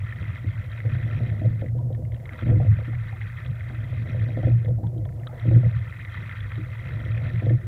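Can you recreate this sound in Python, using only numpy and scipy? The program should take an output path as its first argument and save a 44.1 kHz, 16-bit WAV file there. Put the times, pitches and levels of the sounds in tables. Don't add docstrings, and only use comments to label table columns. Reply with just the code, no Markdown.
import sys
import numpy as np
from scipy import signal
from scipy.fft import rfft, irfft
from scipy.io import wavfile
from scipy.ndimage import uniform_filter1d

SR = 44100
rng = np.random.default_rng(int(sys.argv[2]) if len(sys.argv) > 2 else 0)


def store_pcm(level_fs):
    pcm = np.round(np.clip(level_fs, -1, 1) * 32767).astype(np.int16)
    wavfile.write(sys.argv[1], SR, np.atleast_2d(pcm).T)


N = 338245
TIME = np.arange(N) / SR


def gain_of(db):
    return 10 ** (np.asarray(db) / 20)


def evened(x):
    return x / np.sqrt(np.mean(x ** 2) + 1e-20)


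def peaked(x):
    return x / abs(x).max()


def resonate(x, hz, width):
    turn = np.exp(2j * np.pi * np.cumsum(hz * np.ones(len(x))) / SR)
    keep = np.exp(-np.pi * width / SR)
    return turn * signal.lfilter([1 - keep], [1, -keep], x / turn)


def ring(hz, width, rise_s, length=3000, glide=0):
    t = np.arange(length) / SR
    tone = np.sin(2 * np.pi * hz * t * (1 + glide * t))
    fade = np.exp(-np.pi * width * t)
    soft_start = (1 - np.exp(-t / rise_s)) ** 2
    return tone * fade * soft_start


def add(mix, s, sound):
    part = mix[round(s * SR):][:len(sound)]
    part += sound[:len(part)]


def clicks(per_s, spread_db):
    size_db = spread_db * np.minimum(rng.exponential(1, N), 3)
    size = gain_of(size_db) * rng.choice([-1., 1.], N)
    return size * (rng.random(N) < per_s / SR)


# fizz_gain_db, rumble_gain_db, boom_gain_db,
# splash_gain_db (as the blades come out), extra_brightness_db_per_octave
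STROKES = [(0.5, 4, 0.5, 0, 0.5), (-0.5, 3, 0, 8, -1), (2, 4, 1, 1, 0), (2.5, 3, -4.5, -0.5, -2)]
FIZZ_GAIN_DB, RUMBLE_GAIN_DB, BOOM_GAIN_DB, SPLASH_GAIN_DB, EXTRA_BRIGHTNESS = np.transpose(STROKES)
CATCHES_S = [-1.53, 1.47, 4.47, 7.47]
FINISHES_S = [-0.58, 2.42, 5.44, 8.42]
SLIDES_S = [0.84, 3.72, 6.85, 9.85]
USUAL_S = [0.25, 0.95, 2.35, 2.8]


def stroked(rows, gains_db):
    after_catch_s, db, *others = np.transpose(rows)
    times = []
    for catch, finish, slide in zip(CATCHES_S, FINISHES_S, SLIDES_S):
        delays = [0, finish - catch - USUAL_S[1], slide - catch - USUAL_S[2], 0]
        times.append(catch + after_catch_s + np.interp(after_catch_s, USUAL_S, delays))
    columns = [np.add.outer(gains_db, db)] + [np.tile(c, len(times)) for c in others]
    return [np.interp(TIME, np.ravel(times), np.ravel(c)) for c in columns]


# after_catch_s, boom_db (before the stroke's gain)
HUM = [(0, -29), (0.3, -29), (0.62, -30.5), (0.8, -37), (0.93, -41.5), (0.97, -26), (1.3, -31), (1.42, -41),
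       (1.7, -37), (2.0, -36), (2.33, -34), (2.45, -31.5), (2.9, -25.5)]
# peak_s, peak_db (added to the hum), pitch_hz,
# width_s (of the fall; the rise is a little shorter)
SURGES = [(0.035, -26, 109.8, 0.025), (0.224, -27.5, 106.8, 0.021), (0.3, -27, 107, 0.032),
          (0.484, -22, 103, .025), (0.6, -27.5, 106.6, 0.036), (0.74, -39.5, 101, 0.051),
          (0.87, -22.5, 111.1, 0.025), (0.94, -20, 112, .04), (1.04, -23, 114, .04),
          (1.17, -23, 112, 0.028), (1.23, -22, 109.8, 0.018), (1.33, -22.5, 107.2, 0.023),
          (1.465, -15, 114, 0.026), (1.52, -19.5, 114, 0.037), (1.62, -25.5, 105.7, 0.018),
          (1.761, -25, 125.1, 0.071), (1.871, -25, 120, 0.032), (2.05, -24, 109.5, 0.027),
          (2.141, -27.5, 107.2, 0.022), (2.46, -20.5, 116.2, .035), (2.525, -12.5, 115.8, 0.063),
          (2.619, -18, 118.3, .04), (2.705, -11.5, 106.7, .035), (2.78, -21, 108.7, 0.026),
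          (2.932, -29, 116, 0.17), (3.508, -23.5, 114.5, 0.025), (3.25, -32.5, 107, 0.041),
          (3.799, -29, 106, 0.029), (3.97, -36.5, 119.7, .05), (4.188, -22.5, 106.6, 0.081),
          (4.461, -14.5, 110.2, 0.015), (4.54, -16, 113.5, 0.054), (4.7, -21, 112.5, 0.075),
          (4.86, -22, 117.5, 0.041), (5.03, -29.5, 115.5, 0.036), (5.44, -26, 109.1, 0.018),
          (5.49, -16.5, 107.8, .035), (5.555, -12.5, 121.7, 0.056), (5.669, -13, 116.2, 0.027),
          (5.765, -23.5, 119.7, 0.025), (5.876, -34.5, 107.8, 0.021), (5.994, -31, 95.4, 0.026),
          (6.198, -33.5, 96.6, 0.045), (6.321, -36.5, 99.3, 0.031), (6.44, -29.5, 100, 0.039),
          (6.599, -26, 105, 0.058), (6.878, -28.5, 110.2, 0.042), (7.099, -25, 109, 0.039),
          (7.25, -25.5, 109.3, 0.039), (7.379, -26, 111, 0.054), (7.489, -17, 112.3, 0.051),
          (7.545, -16.5, 115.8, .03), (7.67, -27, 116.7, 0.017)]


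def shaking():
    hum_hz, waver_hz = 112.6, 4
    rise_share = 0.86
    hum_db, = stroked(HUM, BOOM_GAIN_DB)
    power = gain_of(2 * hum_db)
    waver = evened(uniform_filter1d(rng.standard_normal(N), 4000))
    pull = power * (hum_hz + waver_hz * waver)
    for s, db, hz, width in SURGES:
        side_width = np.where(TIME < s, rise_share * width, width)
        bell = gain_of(2 * db) * np.exp(-2 * ((TIME - s) / side_width) ** 2)
        power = power + bell
        pull = pull + hz * bell
    return 10 * np.log10(power), pull / power


# pitch_hz, relative_level_db (per Hz)
SLOSH_COLOUR = [(12, -34.5), (25, -21), (45, -1.5), (75, 7), (95, 11), (135, 2), (190, -11)]


def boom():
    level_db, hz = shaking()
    lowest = resonate(resonate(rng.standard_normal(N), hz, 12.9), hz, 36)
    lowest /= np.sqrt(np.mean(abs(lowest) ** 2))
    steady = evened((lowest / (abs(lowest) + .2) ** .7).real)

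    second = rng.standard_normal(N)
    for _ in range(3):
        second = resonate(second, 162.2, 34)
    second_db = -13.5 + 1.257 * level_db

    f, db = np.transpose(SLOSH_COLOUR)
    bins = np.fft.rfftfreq(N, 1 / SR)
    colour = gain_of(np.interp(np.log(bins + 1), np.log(f + 1), db, left=-60, right=-60))
    slosh = evened(irfft(colour * rfft(rng.standard_normal(N)), N))
    slosh_db = -24.0 + 0.38 * uniform_filter1d(level_db, 3000)

    return gain_of(level_db) * steady + gain_of(second_db) * evened(second.real) + gain_of(slosh_db) * slosh


# after_catch_s,
# rumble_db (before the stroke's gain), tilt_db_per_octave
ROLL = [(0.05, -52, -2), (0.2, -51.5, -4), (0.4, -48, 0), (0.62, -52.5, 4.5), (0.9, -52, 4.5),
        (1.1, -50.5, 2.5), (1.4, -60.5, 3), (1.7, -57.5, 1.5), (2.0, -58.5, 1), (2.3, -57, 5),
        (2.4, -51.5, 2.5), (2.6, -48.5, -1), (2.8, -48, 0)]
# pitch_hz, width_hz, relative_level_db
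HULL = [(157, 25, -0.5), (198, 12, -12), (234.4, 30, 6), (312.5, 10.6, -2.5), (357.4, 29, -0.5),
        (494.4, 40, -2), (512.2, 35, -0.5), (614, 41, -0.5), (683, 37, -5), (773, 24, -15.5),
        (969, 41, -17.5), (1140, 130, -26)]


def rumble():
    level_db, tilt = stroked(ROLL, RUMBLE_GAIN_DB)
    out = np.zeros(N)
    for hz, width, db in HULL:
        bumps = signal.oaconvolve(clicks(100, 3.3), ring(hz, width, 0.00037))[:N]
        out += gain_of(db + tilt * np.log2(hz / 400)) * evened(bumps)
    return gain_of(level_db) * evened(out)


# after_catch_s,
# fizz_db (before the stroke's gain and splash), brightness_db_per_octave (before the stroke's extra)
GLIDE = [(0, -52, 1), (0.215, -57, -3), (0.25, -70, -13), (0.5, -72.5, -8.5), (0.68, -70.5, 0),
         (0.79, -60, -9.5), (0.92, -52, -1), (1.3, -49, -3), (1.7, -46, -2.5), (1.95, -47.5, -2),
         (2.2, -49, -2), (2.45, -47.5, -0.5), (2.7, -46.5, 0)]
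# pitch_hz, width_hz, relative_level_db (the level is for the fizz only)
DECK = [(975, 180, -12.5), (1216, 110, -9), (1357, 91, -5), (1539, 180, -4.5), (1820, 130, 0),
        (1975, 111, 0), (2088, 120, -1.5), (2460, 270, -4), (2731, 220, -20), (3186, 200, -11),
        (3403, 200, -13), (3814, 270, -13), (4500, 360, -24.5), (5630, 440, -26)]


def fizz():
    splash_s, splash_lead_s = 0.18, 0.035
    level_db, bright = stroked(GLIDE, FIZZ_GAIN_DB)
    for gain_db, finish in zip(SPLASH_GAIN_DB, FINISHES_S):
        level_db = level_db + gain_db * np.exp(-((TIME - finish + splash_lead_s) / splash_s) ** 2)
    bright = bright + np.interp(TIME, FINISHES_S, EXTRA_BRIGHTNESS)
    clumps = gain_of(1.7 * evened(uniform_filter1d(rng.standard_normal(N), 1500)))
    shared = clicks(100, 3.9)
    out = np.zeros(N)
    for hz, width, db in DECK:
        bursts = clicks(170, 4.17) + .5 * shared
        sound = signal.oaconvolve(bursts * clumps, ring(hz, 0.73 * width, 0.00032))[:N]
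        out += gain_of(db + bright * np.log2(hz / 1800)) * evened(sound)
    return gain_of(level_db) * out / np.linalg.norm(gain_of(np.transpose(DECK)[2]))


# start_s, peak_db, pitch_hz, upper_ring_peak_db
TICKS = [(0.1241, -30, 1810, -54), (0.3572, -30.5, 2120, -53), (0.8029, -29, 1950, -50),
         (1.2998, -33.5, 1920, -51), (1.6122, -38, 1790, -51), (1.6613, -38.5, 2080, -64),
         (1.6846, -42, 2030, -64), (1.782, -54, 1590, -60), (1.927, -57, 1730, -54),
         (1.9478, -43.5, 1650, -58), (2.0507, -47.5, 2230, -78), (2.1201, -42, 1980, -56),
         (2.144, -43.5, 1780, -51), (2.1634, -48, 2470, -64), (2.1999, -48, 1970, -64),
         (2.2556, -35, 1980, -50), (2.292, -30.5, 1990, -59), (2.3326, -35, 2070, -48),
         (2.391, -31.5, 1470, -45), (2.4628, -35, 1830, -61), (2.9512, -34, 1800, -63),
         (3.214, -29, 2100, -60), (3.461, -39, 2060, -43), (3.6074, -32, 1960, -66),
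         (4.647, -46, 2080, -50), (4.6583, -37.5, 1890, -64), (4.6836, -56.5, 1400, -57),
         (4.8329, -52, 1540, -64), (4.868, -49.5, 1610, -53.5), (4.9786, -60, 1470, -53.5),
         (5.0519, -42.5, 1640, -52.5), (5.0894, -44.5, 1640, -77), (5.1243, -50, 1850, -75),
         (5.162, -59, 1400, -67), (5.1981, -51, 2500, -69), (5.2338, -42, 1810, -69),
         (5.2701, -34.5, 1460, -36.5), (5.396, -41, 2150, -46.5), (5.998, -31.5, 1790, -59),
         (6.0492, -30, 1950, -47), (6.1499, -32.5, 2130, -50.5), (6.2936, -31, 1970, -47),
         (6.4044, -39, 1820, -41), (6.5186, -29, 1670, -51), (6.5553, -36, 1920, -43.5),
         (6.7915, -38, 1990, -60), (7.1766, -34.5, 1920, -54), (7.3582, -33.5, 1830, -49),
         (7.4584, -40, 1890, -46.5), (7.4954, -33, 1840, -50)]


def ticks():
    out = np.zeros(N)
    upper = [(f, width) for f, width, _ in DECK if 3000 < f < 4000]
    blends = rng.uniform(0.33, 1, (len(TICKS), len(DECK)))
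    for (s, db, hz, upper_db), blend in zip(TICKS, blends):
        tick, high = np.zeros(3000), np.zeros(3000)
        for share, (f, width, _) in zip(blend, DECK):
            if f < 3000:
                nearness = gain_of(-40 * abs(np.log2(f / hz)))
                tick += nearness * share * ring(f, 0.86 * width, 0.0005)
        for share, (f, width) in zip(blend[::-1], upper):
            high += share * ring(f, 0.61 * width, 0.00089)
        add(out, s, gain_of(db) * peaked(tick) + gain_of(upper_db) * peaked(high))
    return out


# start_s, upper_peak_db, strongest_upper_pitch_hz,
# low_peak_db, strongest_low_pitch_hz
KNOCKS = [(0.216, -42, 495, -38, 210.5), (0.442, -45, 525, -29.5, 226), (0.849, -33.5, 479, -33.5, 240),
          (1.204, -39, 530, -30, 231), (1.361, -48, 627, -37, 232), (1.414, -31, 608, -26, 240),
          (1.445, -26.5, 511, -26.5, 234), (1.619, -29, 501, -27.5, 210), (1.638, -40.5, 519, -34.5, 307),
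          (1.75, -35.5, 506, -35.5, 210), (1.903, -31.5, 519, -37, 207), (1.992, -37.5, 514, -33.5, 215),
          (2.129, -47, 600, -44.5, 266), (2.423, -36.5, 498, -25, 208), (2.465, -34, 501, -26, 210),
          (2.488, -30, 603, -22, 210), (2.506, -29, 495, -25, 255), (2.528, -32, 528, -27, 290),
          (2.556, -39, 509, -26, 255), (2.6, -26, 622, -29.5, 237), (2.645, -33.5, 514, -31, 209),
          (2.787, -36, 541, -39, 256), (2.877, -42, 490, -31, 248), (3.453, -42.5, 490, -46, 242),
          (3.7, -45, 813, -36, 229), (4.143, -34.5, 506, -40, 208), (4.289, -37, 619, -36, 229),
          (4.369, -26, 506, -26.5, 242), (4.43, -28.5, 587, -28.5, 323), (4.47, -22, 503, -19.5, 213),
          (4.509, -35, 630, -44, 320), (4.646, -34, 503, -37, 207), (4.68, -29, 476, -36.5, 231),
          (4.785, -37.5, 611, -34, 229), (4.83, -36.5, 441, -37, 290), (4.96, -39, 455, -31.5, 310),
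          (5.328, -36.5, 611, -53, 229), (5.451, -33, 479, -28.5, 242), (5.472, -41, 506, -22, 203),
          (5.51, -28.5, 501, -23.5, 305), (5.559, -31.5, 458, -23.5, 207), (5.573, -45.5, 641, -25, 330),
          (5.63, -29.5, 519, -33, 207), (6.578, -47.5, 455, -32, 267), (7.061, -45, 511, -42, 240),
          (7.422, -33, 600, -27.5, 250), (7.465, -24.5, 490, -26, 207), (7.504, -26, 536, -23, 298)]


def knocks():
    out = np.zeros(N)
    chances = rng.random((len(KNOCKS), len(HULL), 2))
    for (s, db, hz, low_db, low_hz), chance in zip(KNOCKS, chances):
        low, high = np.zeros(5000), np.zeros(5000)
        for (f, width, mode_db), (side, late) in zip(HULL, chance):
            if f < 420:
                part, level_db = low, -14 * abs(np.log2(f / low_hz))
            else:
                part, level_db = high, -24 * abs(np.log2(f / hz))
            sign = np.sign(side - .5)
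            sound = sign * gain_of(level_db + .5 * mode_db) * ring(f, 1.42 * width, 0.0017)
            add(part, 0, sound)
            add(part, 0.00791 + .024 * late, gain_of(-5) * sound)
        add(out, s, gain_of(low_db) * peaked(low) + gain_of(db) * peaked(high))
    return out


# start_s, level_db, start_pitch_hz,
# glide_per_s (half the pitch change in a second, as a share of the start pitch; minus falls)
GURGLES = [(1.788, -44, 960, 0), (1.809, -53, 1055, -2), (2.928, -43, 795, -3.5), (3.126, -40, 810, -1.5),
           (3.212, -49, 830, -1), (3.702, -46, 830, -3), (4.835, -39.5, 775, 2.5), (4.839, -42, 946, 0.3),
           (5.052, -48, 1030, -1.5), (5.056, -39, 730, -8.5), (5.272, -43, 1306, -1), (5.293, -43, 800, 3)]


def gurgles():
    out = np.zeros(N)
    for s, db, hz, glide in GURGLES:
        add(out, s, gain_of(db) * ring(hz, 22, 0.00087, glide=glide))
    return out


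def scene():
    return (boom() + rumble() + fizz() + ticks() + knocks() + gurgles())[None]


def record(dry):
    edge_hz = 15700
    power_db = 10 * np.log10(abs(uniform_filter1d(dry[0] ** 2, 4000)) + 1e-12)
    hiss_db = -71.5 + 0.28 * np.maximum(-21.5 - power_db, 0)
    hiss = gain_of(hiss_db) * rng.standard_normal(N)
    low_pass = signal.firwin(255, edge_hz, window=("kaiser", 7), fs=SR)
    return signal.oaconvolve(dry + hiss, low_pass[None], "same")


dry = scene()
out = record(dry)
store_pcm(out)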